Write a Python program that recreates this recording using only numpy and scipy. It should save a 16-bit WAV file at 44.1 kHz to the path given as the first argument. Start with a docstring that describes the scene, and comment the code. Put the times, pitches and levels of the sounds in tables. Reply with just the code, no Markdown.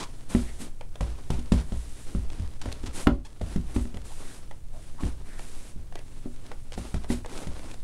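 """Heeled leather boots against an empty work boot on a wooden floor; small room, close low microphone.
Rumble and mains hum throughout. First, denim and leather rub, soles catch, leather sticks and squeaks.
From 0.35 s, stomps among light taps: each thuds in the sole, rings the boards, slaps the leather.
The hardest, at 3.07 s amid creaks, hits a limiter. From 4 s, mostly grinding, taps and soft blows.
From 6.7 s, a squeak and a last run of stomps."""
import sys
import numpy as np
from scipy import signal
from scipy.fft import rfft, irfft, next_fast_len
from scipy.io import wavfile
from scipy.ndimage import uniform_filter1d, minimum_filter1d

SR = 44100
rng = np.random.default_rng(int(sys.argv[2]) if len(sys.argv) > 2 else 0)


def put_to_file(sound):
    """Save the sound as 16-bit audio at rate SR, in the file named by the first command-line argument."""
    columns = np.atleast_2d(sound).T  # one column per channel
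    safe = np.clip(columns, -1, 1)
    whole_steps = np.round(safe * 32767)
    wavfile.write(sys.argv[1], SR, whole_steps.astype(np.int16))


N = 345303
TIME_S = np.arange(N) / SR
AGE_S = np.arange(SR // 3) / SR  # since a blow
TOP_HZ = 15700

# spectra of building rumble, denim swish, sole scuff, leather slip, heel knock, leather slap:
# f/Hz, level/dB
RUMBLE_EQ = [(4, -5), (10, -2), (20, -8), (32, -24.5), (55, -25), (100, -30.5), (170, -39), (300, -45.5),
             (600, -56), (2000, -73.5)]
SWISH_EQ = [(700, -3), (2200, 3), (3700, -0.5), (5500, 1), (8000, 4.5), (9800, 3), (11000, -1.5),
            (12500, -10), (15500, -25)]
SCUFF_EQ = [(60, 1), (150, 11.5), (280, 15), (450, 8.5), (800, 4.5), (1400, 0), (1900, -4), (3000, -5),
            (6000, -9.5), (14000, -44)]
CREAK_EQ = [(300, -11), (900, 13), (1900, 8), (3200, 9), (5000, 7.5), (9000, 3), (12000, -13), (15500, -22)]
KNOCK_EQ = [(250, -15), (450, 1.5), (780, -1), (1200, -11), (1900, -11), (3000, -21), (6000, -36.5),
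            (14000, -46)]
SLAP_EQ = [(700, -42.5), (1800, 3.5), (3200, 9.5), (5000, 3), (9500, 0), (12000, -14), (15500, -29)]
# boot sliding along boot: t/s, length/s, swish/dB, scuff re swish/dB, swell/dB
BOOT_SLIDES = [(0,0.019,-45.5,16,-19), (0.286,0.36,-52.5,5.5,-17), (0.583,0.034,-44,0,3),
               (1.642,.4,-54.5,-5,1), (2.055,0.17,-57.5,5,-8), (2.305,0.26,-64.5,11.5,-12),
               (2.62,0.4,-62.5,11,-8), (2.923,0.087,-41.5,-2.5,1.5), (3.234,0.3,-64.5,8.5,-13),
               (3.374,0.16,-56.5,7,10.5), (3.603,0.12,-61,5.5,12), (3.736,.11,-50,1,-9),
               (4.037,0.33,-52,0.5,-0.5), (4.7,0.19,-61.5,-16,1), (4.992,0.097,-52.5,7.5,-1),
               (5.244,.12,-60,3.5,-0.5), (5.373,0.32,-53.5,-1,-2), (6.403,0.12,-69,16,0.5),
               (6.763,0.16,-53.5,6.5,-5.5), (7.078,0.049,-44,4,5), (7.252,.17,-52,8.5,7.5),
               (7.499,0.22,-57.5,9,0.5)]
# hollows and folds of the uppers: f/Hz, width/Hz, level/dB
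UPPER_RESONANCES = [(1760, 400, -15), (3760, 680, -6.5), (9370, 2200, -10)]
# drags ringing a sole or the hollow shaft: mid t/s, length/s, f/Hz, level/dB
SOLE_DRAGS = [(0.011, 0.021, 313, -40), (0.024, 0.037, 1020, -40.5), (0.483, 0.091, 2100, -54.5),
              (0.618, 0.049, 225, -41.5), (3.089, .05, 660, -26.5), (3.415, 0.0118, 594, -29),
              (4.116, 0.047, 870, -50.5), (4.27, 0.19, 1730, -59), (4.762, 0.074, 650, -52),
              (5, 0.049, 1010, -46), (5.045, 0.066, 263, -37.5), (5.342, 0.21, 1750, -56.5),
              (5.983, 0.072, 2020, -56), (6.27, .03, 585, -49), (7.39, 0.14, 597, -49)]
# leather stick-slip: t/s, length/s, first rate/Hz, last rate/Hz, peak/dB, unevenness/1
LEATHER_CREAKS = [(0.001, 0.03, 894, 1212, -24, 0.09), (0.027, 0.025, 900, 704, -25, 0.25),
                  (2.615, .016, 863, 597, -24.5, 0.32), (2.718, 0.0055, 300, 693, -27, 0.07),
                  (2.834, .025, 292, 159, -34, 0.52), (2.861, .022, 271.3, 328.5, -24.5, .2),
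                  (3.25, .024, 790, 1167, -29, 0.05), (6.73, .03, 398.6, 299, -27, 0.2)]
# blows: t/s, thud peak/dB, thud f/Hz, joist boom/dB, heel knock/dB, leather slap/dB
BLOWS = [(0.349,-7,225,-23,-29.5,-55), (1.008,-21,157,-21.5,-32,-41), (1.303,-16,141,-24.5,-32.5,-38.5),
         (1.387,-26.5,237,-38,-52.5,-74), (1.52,-7,195,-17,-29.5,-34.5),
         (1.721,-22.5,190,-25.5,-42.5,-50.5), (2.149,-17.5,185,-23,-42.5,-68),
         (2.397,-26.5,180,-26.5,-52,-54), (2.657,-27,260,-26.5,-37,-47.5),
         (2.837,-26.5,254,-29.5,-44.5,-53), (3.071,4.5,259.5,-11.5,-10,-40.5),
         (3.413,-22.5,192,-23,-45,-45), (3.56,-14,186,-27.5,-43.5,-47.5), (3.762,-14,252,-21,-35.5,-59),
         (3.853,-27,229,-45,-47.5,-66), (3.943,-29,190,-33.5,-47,-50), (5.034,-20,170,-22.5,-41.5,-58),
         (5.761,-34,169,-37.5,-71,-69), (6.258,-24,255,-51,-58,-74), (6.777,-25.5,193,-32,-37.5,-50),
         (6.942,-19,163,-24.5,-37.5,-43), (7.102,-12.5,242,-29,-32.5,-53), (7.47,-24.5,166,-32,-45,-46)]
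# modes of floorboards, joists, stacked heel with the panel under it: f/Hz, level/dB, t60/s
BOARD_MODES = [(155.7, -2, 0.25), (239.6, 4.5, 0.062), (247.4, -6, 0.26), (298, -13, 0.11),
               (326, -10.5, 0.14), (370, 2.5, 0.097), (489, -25, 0.17)]
JOIST_MODES = [(47.7, 1, 0.35), (57.56, 1.5, 0.39), (79.7, 0.5, 0.2), (98, 4, 0.12)]
HEEL_MODES = [(561.5, 10, 0.19), (753, 1, 0.076), (747, 1, 0.18), (840, -12, 0.13), (1105, 3, 0.027),
              (1318, 6, 0.04), (1840, -18, 0.023), (1980, -10, 0.074)]
# light contacts: t/s, knock/dB, snap/dB
LIGHT_TAPS = [(0.810,-39,-49.5), (0.956,-43,-48), (2.301,-49,-47), (2.687,-45,-55), (2.725,-45,-38),
              (3.970,-43.5,-49), (4.511,-41.5,-55), (5.393,-40.5,-48), (5.924,-45.5,-57), (5.955,-37,-44),
              (5.99,-46.5,-49.5), (6.464,-63,-51), (6.516,-37.5,-51), (6.721,-42.5,-44),
              (7.043,-40.5,-50.5), (7.246,-39,-60), (7.260,-37.5,-45.5), (7.593,-48,-51), (7.713,-52,-45),
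              (7.741,-46.5,-48)]
# room decay: f/Hz, t60/s
ROOM_DECAY = [(100, 0.28), (500, 0.21), (2000, 0.17), (10000, 0.23)]


def undb(db):
    """Decibels to gain."""
    return 10 ** (np.asarray(db) / 20)


def on_log_axis(points, hz):
    """Interpolate (f/Hz, value) points over log frequency."""
    points_hz, values = np.transpose(points)
    return np.interp(np.log(np.maximum(hz, 1)), np.log(points_hz), values)


def colour(x, eq):
    """Minimum-phase filter from (f/Hz, level/dB) points."""
    size = 2 * next_fast_len(len(x))
    bins_hz = np.arange(size // 2 + 1) * SR / size
    cepstrum = irfft(np.log(undb(on_log_axis(eq, bins_hz))))
    cepstrum[1:size // 2] *= 2
    cepstrum[size // 2 + 1:] = 0
    return irfft(rfft(x, size) * np.exp(rfft(cepstrum)))[:len(x)]


def resonate(x, hz, width_hz):
    """One resonance, unity gain at centre."""
    return signal.lfilter(*signal.iirpeak(hz, hz / width_hz, fs=SR), x)


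def unit(x):
    """Scale to rms 1."""
    return x / np.std(x)


def burst(x, db):
    """Set the rms level of the loudest 6 ms."""
    return x * undb(db) / np.sqrt(uniform_filter1d(x * x, 256, mode="constant").max())


def fade(t60_s):
    """Exponential decay, 60 dB in t60_s."""
    return np.exp(-np.log(1000) * AGE_S / t60_s)


def walk(rate_hz):
    """Smooth random drift, spread 1."""
    step = int(SR / rate_hz)
    stairs = np.repeat(rng.standard_normal(N // step + 1), step)
    return unit(uniform_filter1d(stairs, step)[:N])


def add(track, t_s, x):
    """Mix x in at t_s."""
    start = max(int(t_s * SR), 0)
    track[start:start + len(x)] += x[:N - start]


def background(rumble_db=-32, hum_hz=121.3, hum_db=-56):
    """Building rumble and wavering mains hum."""
    hum = np.sqrt(2) * np.sin(2 * np.pi * hum_hz * TIME_S) * undb(hum_db + walk(3.8))
    rumble = undb(rumble_db) * unit(colour(rng.standard_normal(N), RUMBLE_EQ))
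    return rumble + hum


def stroke(start_s, length_s, swell_db, attack_s=0.019, release_tau_s=0.036):
    """Gain of one rub: sets in, swells or fades with pressure, dies away."""
    age_s = TIME_S - start_s
    ease_s = 0.25 * length_s * (swell_db > 0)
    attack = np.clip(age_s / (attack_s + ease_s), 0, 1)
    pressure = undb(swell_db * (np.clip(age_s / length_s, 0, 1) - 0.5))
    release = np.exp(-np.clip((age_s - length_s) / release_tau_s, 0, 20))
    return attack * pressure * release


def friction(eq, grain_db, grain_hz, judder_db):
    """Dense tiny catches of two surfaces under juddering pressure."""
    catches = rng.standard_normal(N) * undb(grain_db * walk(grain_hz) + judder_db * walk(45))
    return unit(colour(catches, eq))


def grit(rate_hz=22, peak_re_scuff_db=9.5, spread_db=4.5):
    """Sparse sharp catches of lugs and grains."""
    catches = rng.random(N) < rate_hz / SR
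    strength = undb(spread_db * np.clip(rng.standard_normal(N), -2, 2))
    click_peak = np.abs(colour(signal.unit_impulse(SR), CREAK_EQ)).max()
    return undb(peak_re_scuff_db) * colour(catches * strength, CREAK_EQ) / click_peak


def rubbing(rest_swish_db=-62.5, rest_scuff_db=-57):
    """Denim and uppers swish, soles scuff lower and rougher; one stroke per slide or landing skid."""
    skid_s, skid_re_slap_db, skid_scuff_db, skid_swell_db = 0.091, -16.5, 11.5, -8.5
    skids = [(t_s, skid_s, slap_db + skid_re_slap_db, skid_scuff_db, skid_swell_db)
             for t_s, *_, slap_db in BLOWS]
    drift_db = -2.1 * walk(4)  # legs never quite still
    swish_power = undb(rest_swish_db + drift_db) ** 2
    scuff_power = undb(rest_scuff_db + drift_db) ** 2
    for t_s, length_s, swish_db, scuff_re_swish_db, swell_db in BOOT_SLIDES + skids:
        power = (undb(swish_db) * stroke(t_s, length_s, swell_db)) ** 2
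        swish_power += power
        scuff_power += power * undb(scuff_re_swish_db) ** 2
    swish = friction(SWISH_EQ, grain_db=1, grain_hz=1500, judder_db=0.54)
    hollows = sum(undb(db) * resonate(swish, hz, width_hz) for hz, width_hz, db in UPPER_RESONANCES)
    scuff = friction(SCUFF_EQ, grain_db=1.5, grain_hz=492.5, judder_db=2) + grit()
    return unit(swish + hollows) * np.sqrt(swish_power) + scuff * np.sqrt(scuff_power)


def drag(length_s, hz, db, q=4):
    """Brief friction through one broad resonance."""
    swell = np.hanning(int(1.3 * length_s * SR))
    rasp = resonate(rng.standard_normal(SR), hz, hz / q)
    rasp = unit(resonate(rasp, hz, hz))
    return undb(db) * swell * rasp[:len(swell)]


def drags():
    """Soles catch on the floor and the hollow shaft."""
    out = np.zeros(N)
    for mid_s, length_s, hz, db in SOLE_DRAGS:
        rasp = drag(length_s, hz, db)
        add(out, mid_s - len(rasp) / SR / 2, rasp)
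    return out


def creaks():
    """Leather stick-slip: slow uneven runs creak, fast even ones squeak."""
    out = np.zeros(N)
    for t_s, length_s, first_hz, last_hz, peak_db, uneven in LEATHER_CREAKS:
        size = int(length_s * SR)
        progress = np.linspace(0, 1, size)
        rate_hz = (first_hz + (last_hz - first_hz) * progress) * np.exp(uneven * walk(500)[:size])
        slips = np.diff(np.floor(np.cumsum(rate_hz) / SR), prepend=-1)
        scatter_db = (1.5 + 9 * uneven) * rng.standard_normal(len(AGE_S))[:size]
        force = slips * undb(scatter_db) * np.sqrt(1 - progress)
        creak = colour(np.pad(force, (0, SR // 20)), CREAK_EQ)
        add(out, t_s, creak * undb(peak_db) / np.abs(creak).max())
    return out


def ring(modes, scatter_db, detune):
    """Damped modes; foot position and load scatter level and pitch."""
    return sum(undb(db + scatter_db * rng.standard_normal()) * fade(t60_s)
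               * np.sin(2 * np.pi * hz * (1 + detune * rng.standard_normal()) * AGE_S)
               for hz, db, t60_s in modes)


def contact(eq, db, touch_db, give_s, crush_t60_s, slide_db, slide_t60_s):
    """A touch, a short crush building as the leather gives, a fainter slide."""
    decay = fade(crush_t60_s) + undb(slide_db) * fade(slide_t60_s)
    force = rng.standard_normal(len(AGE_S)) * decay * (1 - fade(give_s))
    force[0] += undb(touch_db)
    return burst(colour(force, eq), db)


def knock(db, ring_re_strike_db=-9):
    """A hard edge lands and rings the heel."""
    strike = contact(KNOCK_EQ, db, touch_db=8, give_s=0.003,
                     crush_t60_s=0.016, slide_db=-22, slide_t60_s=0.06)
    return strike + burst(ring(HEEL_MODES, scatter_db=0, detune=0.006), db + ring_re_strike_db)


def thud(peak_db, hz, sole_t60_s=0.043, give_s=0.015, push_db=-7, boards_db=-15):
    """One push; the damped sole bounces and rings the boards, low-passed an octave above its pitch."""
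    push = undb(push_db) * np.sin(np.pi * hz * AGE_S) * fade(t60_s=0.0092)
    bounce = np.sin(2 * np.pi * hz * AGE_S) * fade(sole_t60_s) * (1 - fade(give_s))
    sole = push + bounce
    lowpass = signal.butter(2, 2 * hz, fs=SR, output="sos")
    boards = signal.sosfilt(lowpass, ring(BOARD_MODES, scatter_db=3.5, detune=0.023))
    body = sole / np.abs(sole).max() + undb(boards_db) * boards
    return body * undb(peak_db) / np.abs(body).max()


def stomps(joist_rise_s=0.078, toe_lag_s=0.062, toe_re_thud_db=-20, drag_re_knock_db=-9):
    """Heel knocks and drags, leather slaps, sole thuds, joists swell; the forefoot lands later, softer."""
    out = np.zeros(N)
    for t_s, thud_db, hz, boom_db, knock_db, slap_db in BLOWS:
        joists = ring(JOIST_MODES, scatter_db=1, detune=0.046)
        boom = burst(joists * (1 - fade(joist_rise_s)), boom_db)
        slap = contact(SLAP_EQ, slap_db, touch_db=-3, give_s=0.008,
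                       crush_t60_s=0.02, slide_db=-12, slide_t60_s=0.07)
        add(out, t_s, thud(thud_db, hz) + boom + knock(knock_db) + slap)
        add(out, t_s, drag(length_s=0.019, hz=610, db=knock_db + drag_re_knock_db))
        add(out, t_s + toe_lag_s, thud(thud_db + toe_re_thud_db, hz))
    return out


def taps():
    """Sole edges and lace hooks tick, too lightly to move the joists."""
    out = np.zeros(N)
    for t_s, knock_db, snap_db in LIGHT_TAPS:
        tock = contact(KNOCK_EQ, knock_db, touch_db=7, give_s=0.0016,
                       crush_t60_s=0.017, slide_db=-9, slide_t60_s=0.066)
        snap = contact(SLAP_EQ, snap_db, touch_db=-8, give_s=0.014,
                       crush_t60_s=0.01, slide_db=-43, slide_t60_s=0.042)
        add(out, t_s, tock + snap)
    return out


def room(x, wet_db=-14.5, build_s=0.028, dull_hz=800, dull_db_per_oct=-2):
    """Diffuse small-room reflections by octave; treble damped, bass rings longest."""
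    tail = 0
    for hz in 2. ** np.arange(6, 15):
        edges_hz = [hz / np.sqrt(2), min(hz * np.sqrt(2), TOP_HZ)]
        bandpass = signal.butter(2, edges_hz, "band", fs=SR, output="sos")
        band = signal.sosfilt(bandpass, rng.standard_normal(len(AGE_S)))
        dull = undb(dull_db_per_oct * max(np.log2(hz / dull_hz), 0))
        tail += dull * band * fade(on_log_axis(ROOM_DECAY, hz))
    tail *= (1 - fade(build_s)) ** 2
    return x + undb(wet_db) * signal.fftconvolve(x, tail / np.linalg.norm(tail))[:N]


def scene():
    """Contacts through the room; rubbing and background direct. Mono."""
    contacts = stomps() + taps() + creaks() + drags()
    return (room(contacts) + rubbing() + background())[None]


def record(dry, ceiling_db=-3, release_tau_s=0.5):
    """A limiter catches the hardest stomp and ducks what follows; a steep low-pass cuts the top."""
    sink = TIME_S / release_tau_s
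    log_level = np.log(np.abs(dry[0]) + 1e-9)
    peak = np.exp(np.maximum.accumulate(log_level + sink) - sink)  # instant rise, slow fall
    gain = 1 / np.maximum(peak / undb(ceiling_db), 1)
    gain = uniform_filter1d(minimum_filter1d(gain, size=65), size=65)
    lowpass = signal.ellip(10, 0.2, 80, TOP_HZ, fs=SR, output="sos")
    return signal.sosfilt(lowpass, dry * gain)


dry = scene()
out = record(dry)
put_to_file(out)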